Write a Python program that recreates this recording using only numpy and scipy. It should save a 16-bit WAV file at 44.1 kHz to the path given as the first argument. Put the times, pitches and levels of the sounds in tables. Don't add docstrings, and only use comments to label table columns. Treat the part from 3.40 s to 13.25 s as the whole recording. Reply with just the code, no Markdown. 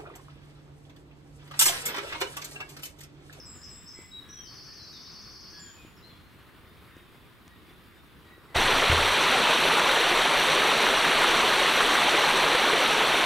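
import sys
import numpy as np
from scipy import signal
from scipy.fft import rfft, irfft, next_fast_len
from scipy.io import wavfile

SR = 44100
rng = np.random.default_rng(int(sys.argv[2]) if len(sys.argv) > 2 else 0)


def dump(signal):
    limited = np.clip(np.atleast_2d(signal).T, -1, 1)
    pcm = np.round(limited * 32767).astype(np.int16)
    wavfile.write(sys.argv[1], SR, pcm)


N = 434385
TIME = np.arange(N) / SR
WEIR_START = 5.153

SEESAW_START, SEESAW_PERIOD_S = -0.031, 0.243
# delay in seconds, length in
# seconds, pitch in Hz, slide and bend as shares of the pitch, level in dB the first time round.
SEESAW_PHRASE = [(0, 0.09, 5220, -0.0047, 0.024, -46.5), (.02, 0.015, 5650, 0.14, -0.025, -48),
                 (.085, .09, 7600, -.02, -0.039, -50)]
# start in seconds, length in seconds, middle pitch in Hz, slide as a share of
# the pitch, level in dB.
WHISTLE_NOTES = [ (.13, .06, 7250, -.1, -55), (.712, .1, 3860, -0.003, -46.5),
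                 (.885, 0.14, 5830, -0.009, -47.5), (.97, .1, 3185, -0.071, -56),
                 (1.39, 0.083, 4090, -0.031, -53), (1.525, 0.055, 3720, -.11, -53),
                 (1.65, 0.037, 3870, 0.14, -56), (2.19, .13, 7060, -0.064, -52.5),
                 (2.36, 0.09, 2500, -0.063, -61), (2.565, .03, 5200, -.19, -63),
                 (2.625, .04, 4130, 0.069, -53), (2.705, .032, 3370, 0.038, -61),
                 (4.23, 0.19, 3500, .005, -68)]
TRILL_START, TRILL_RATE, TRILL_DB = 1.04, 10.4, -49.5
# share of the syllable, low limit in Hz, high limit in Hz.
SYLLABLE_RANGE = [(0, 5600, 6400), (.18, 4800, 6050), (.38, 4366, 5520), (.75, 4430, 5200), (1, 4350, 5850)]
# start in seconds, length in seconds, middle pitch in Hz, slide as a share of the
# pitch, level in dB, level of the octave in dB above that.
CRY_NOTES = [ (.545, .085, 2060, -.02, -58, -20), (.555, 0.056, 2276, 0.045, -60, -20),
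             (.82, 0.2, 1675, -0.037, -65.5, -2), (1.262, .15, 1810, -0.018, -67, -11),
             (2.109, 0.24, 1660, -0.088, -61, -0.5), (2.221, 0.099, 1800, -0.045, -66, -12),
             (3.496, .14, 1863, .04, -69, 2), (4.04, .15, 1900, -0.015, -67, -5),
             (4.851, 0.11, 1936, -0.029, -61.5, -5.5), (5.08, 0.055, 1990, -0.12, -61, -15)]
# frequency in Hz, seconds to fall by 60 dB.
TREE_DECAY = [(1000, 0.41), (4000, 1), (8000, 1)]

# frequency in Hz, strength in dB per Hz.
PLUNGE_SPECTRUM = [(12, -36), (20, 1.5), (86, -20), (156, -8), (197, -14), (226, -7.5), (305, -6),
                   (385, -1.5), (611, -2), (770, -1.5), (926, 0.5), (1540, -2), (3620, -4), (4250, -7),
                   (5000, -21.5), (6500, -55), (11000, -120)]
PLUNGE_DB = -22
# frequency in Hz, strength in dB per Hz.
SPRAY_SPECTRUM = [(2940, -15.5), (5000, -10.5), (5870, 2), (6580, -9), (8220, -6), (11500, -12),
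                  (15500, -25)]
SPRAY_DB = -37
SURGE_DB, SURGE_S = 0.28, 0.41
# start in seconds, level in dB before a trim shared
# by all gulps, pitch in Hz.
GULP_EVENTS = [(5.903, -18, 615), (6.047, -27, 556), (6.251, -16, 603), (6.437, -18.5, 427),
               (6.714, -18, 348), (8.038, -18.5, 412), (8.373, -22, 525), (8.573, -27, 560),
               (8.705, -27, 636), (8.789, -17, 537), (9.149, -17, 485), (9.333, -14.5, 448)]
# start in seconds, level in dB relative to the other slaps.
SLAP_EVENTS = [(5.516, -5), (5.804, -11), (6.49, -7), (6.563, -11), (7.464, -7.5), (7.643, -5.5),
               (7.997, -14), (8.404, -6.5), (8.55, -9), (9.147, -7.5)]
# frequency in Hz, strength in dB per Hz.
SLAP_SPECTRUM = [(200, -37), (800, -4), (1500, 8.0), (2500, -2.0), (4000, -13), (5000, -24), (12000, -32)]

# start in seconds, knock level in dB, knock pitch in Hz, level in
# dB of the click's noise before it is filtered.
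CAMERA_TICKS = [(.589, -33, 332, -58), (2.449, -35, 320, -60), (2.757, -52, 300, -59),
                (3.567, -35, 300, -49), (4.079, -55, 250, -40), (4.98, -40.5, 370, -64)]
# start in seconds, level in dB, seconds to fall by 60 dB, rumble level
# in dB.
CAMERA_BUMPS = [(5.158, -27.5, 0.21, -34), (5.498, -21.5, 0.55, -37.5)]
# pitch in Hz, level in dB relative to the bump, share of the
MOUNT_MODES = [(82.3, 0.5, 1), (116, -5, .6), (146, -10, 0.56)]
# frequency in Hz, strength in dB per Hz.
HAND_SPECTRUM = [(5, -13.5), (20, 12), (55, -5), (130, 2.0), (220, -33), (1000, -80)]

# frequency in Hz, strength in dB
# per Hz.
WOOD_SPECTRUM = [(20, -11), (64, 7), (165, 3), (290, -2), (335, -1), (460, -8), (570, -12.5), (830, -13.5),
                 (1130, -8.5), (2800, -16), (3600, -17.5), (6200, -31.5), (11500, -28), (15500, -28.5)]
WOOD_DB = -52
RUMBLE_DB, RUMBLE_EASE_DB_PER_S = -55.5, 0.84
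# frequency in Hz, level in dB of the side signal against the middle.
WOOD_WIDTH = [(60, -5), (110, -4), (200, -7), (380, -9.5), (700, -12), (1290, -7.5), (2380, -6), (4400, -4),
              (8120, -14), (15000, 1)]


def amp(db):
    return 10 ** (np.asarray(db) / 20)


def unit(x):
    return x / np.sqrt(np.mean(x ** 2) + 1e-20)


def read(points, hz):
    f, value = np.transpose(points)
    return np.interp(np.log(hz + 1), np.log(f + 1), value)


def add(mix, s, sound):
    start = round(s * SR)
    sound = sound[max(-start, 0):]
    part = mix[max(start, 0):][:len(sound)]
    part += sound[:len(part)]


def shape(x, spectrum):
    size = next_fast_len(N + 4096)
    gain = amp(read(spectrum, np.fft.rfftfreq(size, 1 / SR)))
    return irfft(rfft(x, size) * gain, size)[:N]


def colour(x, spectrum):
    return unit(shape(x, spectrum))


def smooth(x, steps):
    return unit(signal.lfilter([1], [1, -np.exp(-1 / steps)], x))


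def glide(length, hz, slide, bend, waver=0.0081):
    u = np.linspace(-1, 1, int(length * SR))
    pitch = hz * (1 + slide * u / 2 - bend * u ** 2)
    drift = smooth(rng.standard_normal(SR), 62)[:len(u)]
    pitch = pitch * (1 + waver * drift)
    return 2 * np.pi * np.cumsum(pitch) / SR


def note(phase, db, edges=0.14):
    return amp(db) * unit(np.sin(phase) * signal.windows.tukey(len(phase), edges))


def seesaw(count=3, fade_db=-1.0):
    out = np.zeros(N)
    for k in range(count):
        phrase_start = SEESAW_START + k * SEESAW_PERIOD_S
        for delay, length, hz, slide, bend, db in SEESAW_PHRASE:
            phase = glide(length, hz, slide, bend, waver=.016)
            add(out, phrase_start + delay, note(phase, db + k * fade_db))
    return out


def whistles(arch=0.0126):
    out = np.zeros(N)
    for s, length, hz, slide, db in WHISTLE_NOTES:
        add(out, s, note(glide(length, hz, slide, arch), db))
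    return out


def trill(count=12, high_db=-5, buzz_hz=143):
    out = np.zeros(N)
    u = np.linspace(0, 1, int(SR / TRILL_RATE))
    share, *limits = np.transpose(SYLLABLE_RANGE)
    low_hz, high_hz = (np.interp(u, share, limit) for limit in limits)
    for k in range(count):
        cycles = buzz_hz * u / TRILL_RATE * rng.uniform(.9, 1.1)
        buzz = np.sin(np.pi * (cycles + rng.random())) ** 2
        hz = low_hz + (high_hz - low_hz) * buzz
        softening = amp(high_db * (hz - hz.min()) / np.ptp(hz))
        tone = np.sin(2 * np.pi * np.cumsum(hz) / SR) * softening
        syllable = unit(tone * signal.windows.tukey(len(u), .12))
        add(out, TRILL_START + k / TRILL_RATE, amp(TRILL_DB) * syllable)
    return out


def cries(arch=0.0395):
    out = np.zeros(N)
    for s, length, hz, slide, db, octave_db in CRY_NOTES:
        phase = glide(length, hz, slide, arch, waver=0.0071)
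        octave = note(2 * phase, db + octave_db, edges=0.44)
        add(out, s, note(phase, db, edges=0.19) + octave)
    return out


def far_birds(count=12, centre_hz=3500, scatter=0.0402, length_s=0.124, slide=.04, level_db=-71):
    out = np.zeros(N)
    for k, (when, pitch, tilt) in enumerate(rng.uniform(-0.9, 1, (count, 3))):
        phase = glide(length_s, centre_hz * (1 + scatter * pitch), slide * tilt, 0)
        s = (k + .5 + when / 2) * WEIR_START / count
        add(out, s, note(phase, level_db, edges=.5))
    return out


def echoes(x, early_db=-4, tail_db=-7, early_s=0.065):
    t = np.arange(SR) / SR
    early, late = rng.standard_normal((2, SR)) * (rng.random((2, SR)) < 2500 / SR)
    hz, age, z = signal.stft(late, SR, nperseg=256)
    fall_db = -60 * age / read(TREE_DECAY, hz)[:, None]
    tail = signal.istft(z * amp(fall_db), SR)[1][:SR]
    response = amp(early_db) * unit(early * np.exp(-t / early_s)) + amp(tail_db) * unit(tail)
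    return signal.oaconvolve(x, response / np.sqrt(SR))[:N]


def among_trees(song, direct_db=-4.0, side_db=-5, left_db=1.0):
    mid = amp(direct_db) * song + echoes(song)
    side = amp(side_db) * echoes(song)
    return np.array([amp(left_db) * (mid + side), amp(-left_db) * (mid - side)])


def weir(bubble_db=0, drop_db=-5, spray_follow=0.86):
    surge_db = SURGE_DB * smooth(rng.standard_normal(N), SURGE_S * SR)
    foam = churn(patch_db=1.4, patch_s=0.0082, patch_hz=500, flicker_db=0.9, flicker_s=0.0075)
    ringing = bubbles(per_s=7000, spread_db=2.0, cycles=6.4, rise=0.033, small_bias=1.3)
    roar = colour(foam + amp(bubble_db) * ringing, PLUNGE_SPECTRUM) * amp(PLUNGE_DB + surge_db)
    mist = churn(patch_db=1.6, patch_s=0.012, patch_hz=1200, flicker_db=0.36, flicker_s=0.004)
    drops = unit(impacts(per_s=2400, spread_db=5.5))
    fizz = colour(mist + amp(drop_db) * drops, SPRAY_SPECTRUM) * amp(SPRAY_DB + spray_follow * surge_db)
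    return roar + fizz + splashes()


def churn(patch_db, patch_s, patch_hz, flicker_db, flicker_s):
    z = signal.stft(rng.standard_normal(N), nperseg=256, noverlap=192)[2]
    frame_s, bin_hz = 64 / SR, SR / 256
    over_time = smooth(rng.standard_normal(z.shape), patch_s / frame_s)
    patches = smooth(over_time.T, patch_hz / bin_hz).T
    flicker = smooth(rng.standard_normal(z.shape[1]), flicker_s / frame_s)
    gain = amp(patch_db * patches + flicker_db * flicker)
    return unit(signal.istft(z * gain, nperseg=256, noverlap=192)[1][:N])


def impacts(per_s, spread_db):
    chance, size = rng.random(N), rng.exponential(1, N)
    strength = amp(spread_db * np.minimum(size, 4))
    return (chance < per_s / SR) * strength * rng.choice([-1, 1], N)


def bubble(hz, cycles, rise):
    age = np.arange(int(5 * cycles * SR / hz)) * hz / SR
    return np.sin(2 * np.pi * age * (1 + rise * age / cycles / 2)) * np.exp(-age / cycles)


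def bubbles(per_s, spread_db, cycles, rise, small_bias, count=38):
    pitches, out = np.geomspace(150, 4800, count), np.zeros(N)
    births = impacts(per_s, spread_db)
    shares = np.cumsum(pitches ** small_bias)
    kind = np.searchsorted(shares / shares[-1], rng.random(N))
    for k, hz in enumerate(pitches):
        group = signal.oaconvolve(births * (kind == k), bubble(hz, cycles, rise))[:N]
        out += np.sqrt(hz) * unit(group)
    return unit(out)


def splashes(gulp_db=-4, slap_db=-7, slap_s=0.0034):
    out, t = np.zeros(N), np.arange(SR // 20) / SR
    for s, db, hz in GULP_EVENTS:
        add(out, s, amp(db + gulp_db) * bubble(hz, cycles=4.7, rise=.02))
    noise = colour(rng.standard_normal(N), SLAP_SPECTRUM)
    swell = t / slap_s * np.exp(1 - t / slap_s)
    for s, db in SLAP_EVENTS:
        burst = np.roll(noise, -round(s * SR))[:len(t)]
        add(out, s, amp(db + slap_db) * burst * swell / 2)
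    return out


def camera(knock_s=0.0024, click_s=.0015):
    out, t = np.zeros(N), np.arange(SR // 2) / SR
    click_filter = signal.butter(2, 7000, fs=SR, output="sos")
    for s, knock_db, hz, click_db in CAMERA_TICKS:
        knock = np.sin(2 * np.pi * hz * t) * np.exp(-t / knock_s)
        click = signal.sosfilt(click_filter, rng.standard_normal(len(t))) * np.exp(-t / click_s)
        add(out, s, amp(knock_db) * knock + amp(click_db) * click)
    for s, db, t60, _ in CAMERA_BUMPS:
        for hz, mode_db, share in MOUNT_MODES:
            fading = amp(db + mode_db - 60 * t / (t60 * share))
            add(out, s, fading * np.sin(2 * np.pi * hz * t))
    return out


def hand(ease_db_per_s=48, settle_db=-54, settle_db_per_s=14):
    level = amp(settle_db - settle_db_per_s * np.maximum(TIME - WEIR_START, 0))
    for s, _, _, rumble_db in CAMERA_BUMPS:
        since = np.maximum(TIME - s, 0)
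        level = level + (TIME > s) * amp(rumble_db - ease_db_per_s * since)
    return level * colour(rng.standard_normal(N), HAND_SPECTRUM)


def wood(rumble_hz=300):
    water = churn(patch_db=1.5, patch_s=0.052, patch_hz=400, flicker_db=1.0, flicker_s=0.026)
    mid = amp(WOOD_DB) * colour(water, WOOD_SPECTRUM)
    side = amp(WOOD_DB) * colour(rng.standard_normal(N), WOOD_SPECTRUM)
    side = shape(side, WOOD_WIDTH)
    wash = np.array([mid + side, mid - side])
    low = signal.sosfiltfilt(signal.butter(2, rumble_hz, fs=SR, output="sos"), wash)
    rumble_gain = amp(RUMBLE_DB - RUMBLE_EASE_DB_PER_S * TIME) / np.std(low.mean(0))
    return wash + low * (rumble_gain - 1)


def scene(change_s=0.019):
    at_weir = np.clip((TIME - WEIR_START) / change_s + .5, 0, 1)
    birds = seesaw() + whistles() + trill() + cries() + far_birds()
    forest = among_trees(birds) + wood()
    return (1 - at_weir) * forest + at_weir * (weir() + hand()) + camera()


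def record(dry, edge_hz=15800):
    low_pass = signal.firwin(511, edge_hz, window=("kaiser", 9), fs=SR)
    return signal.oaconvolve(dry, low_pass[None], "same")


dry = scene()
out = record(dry)
dump(out)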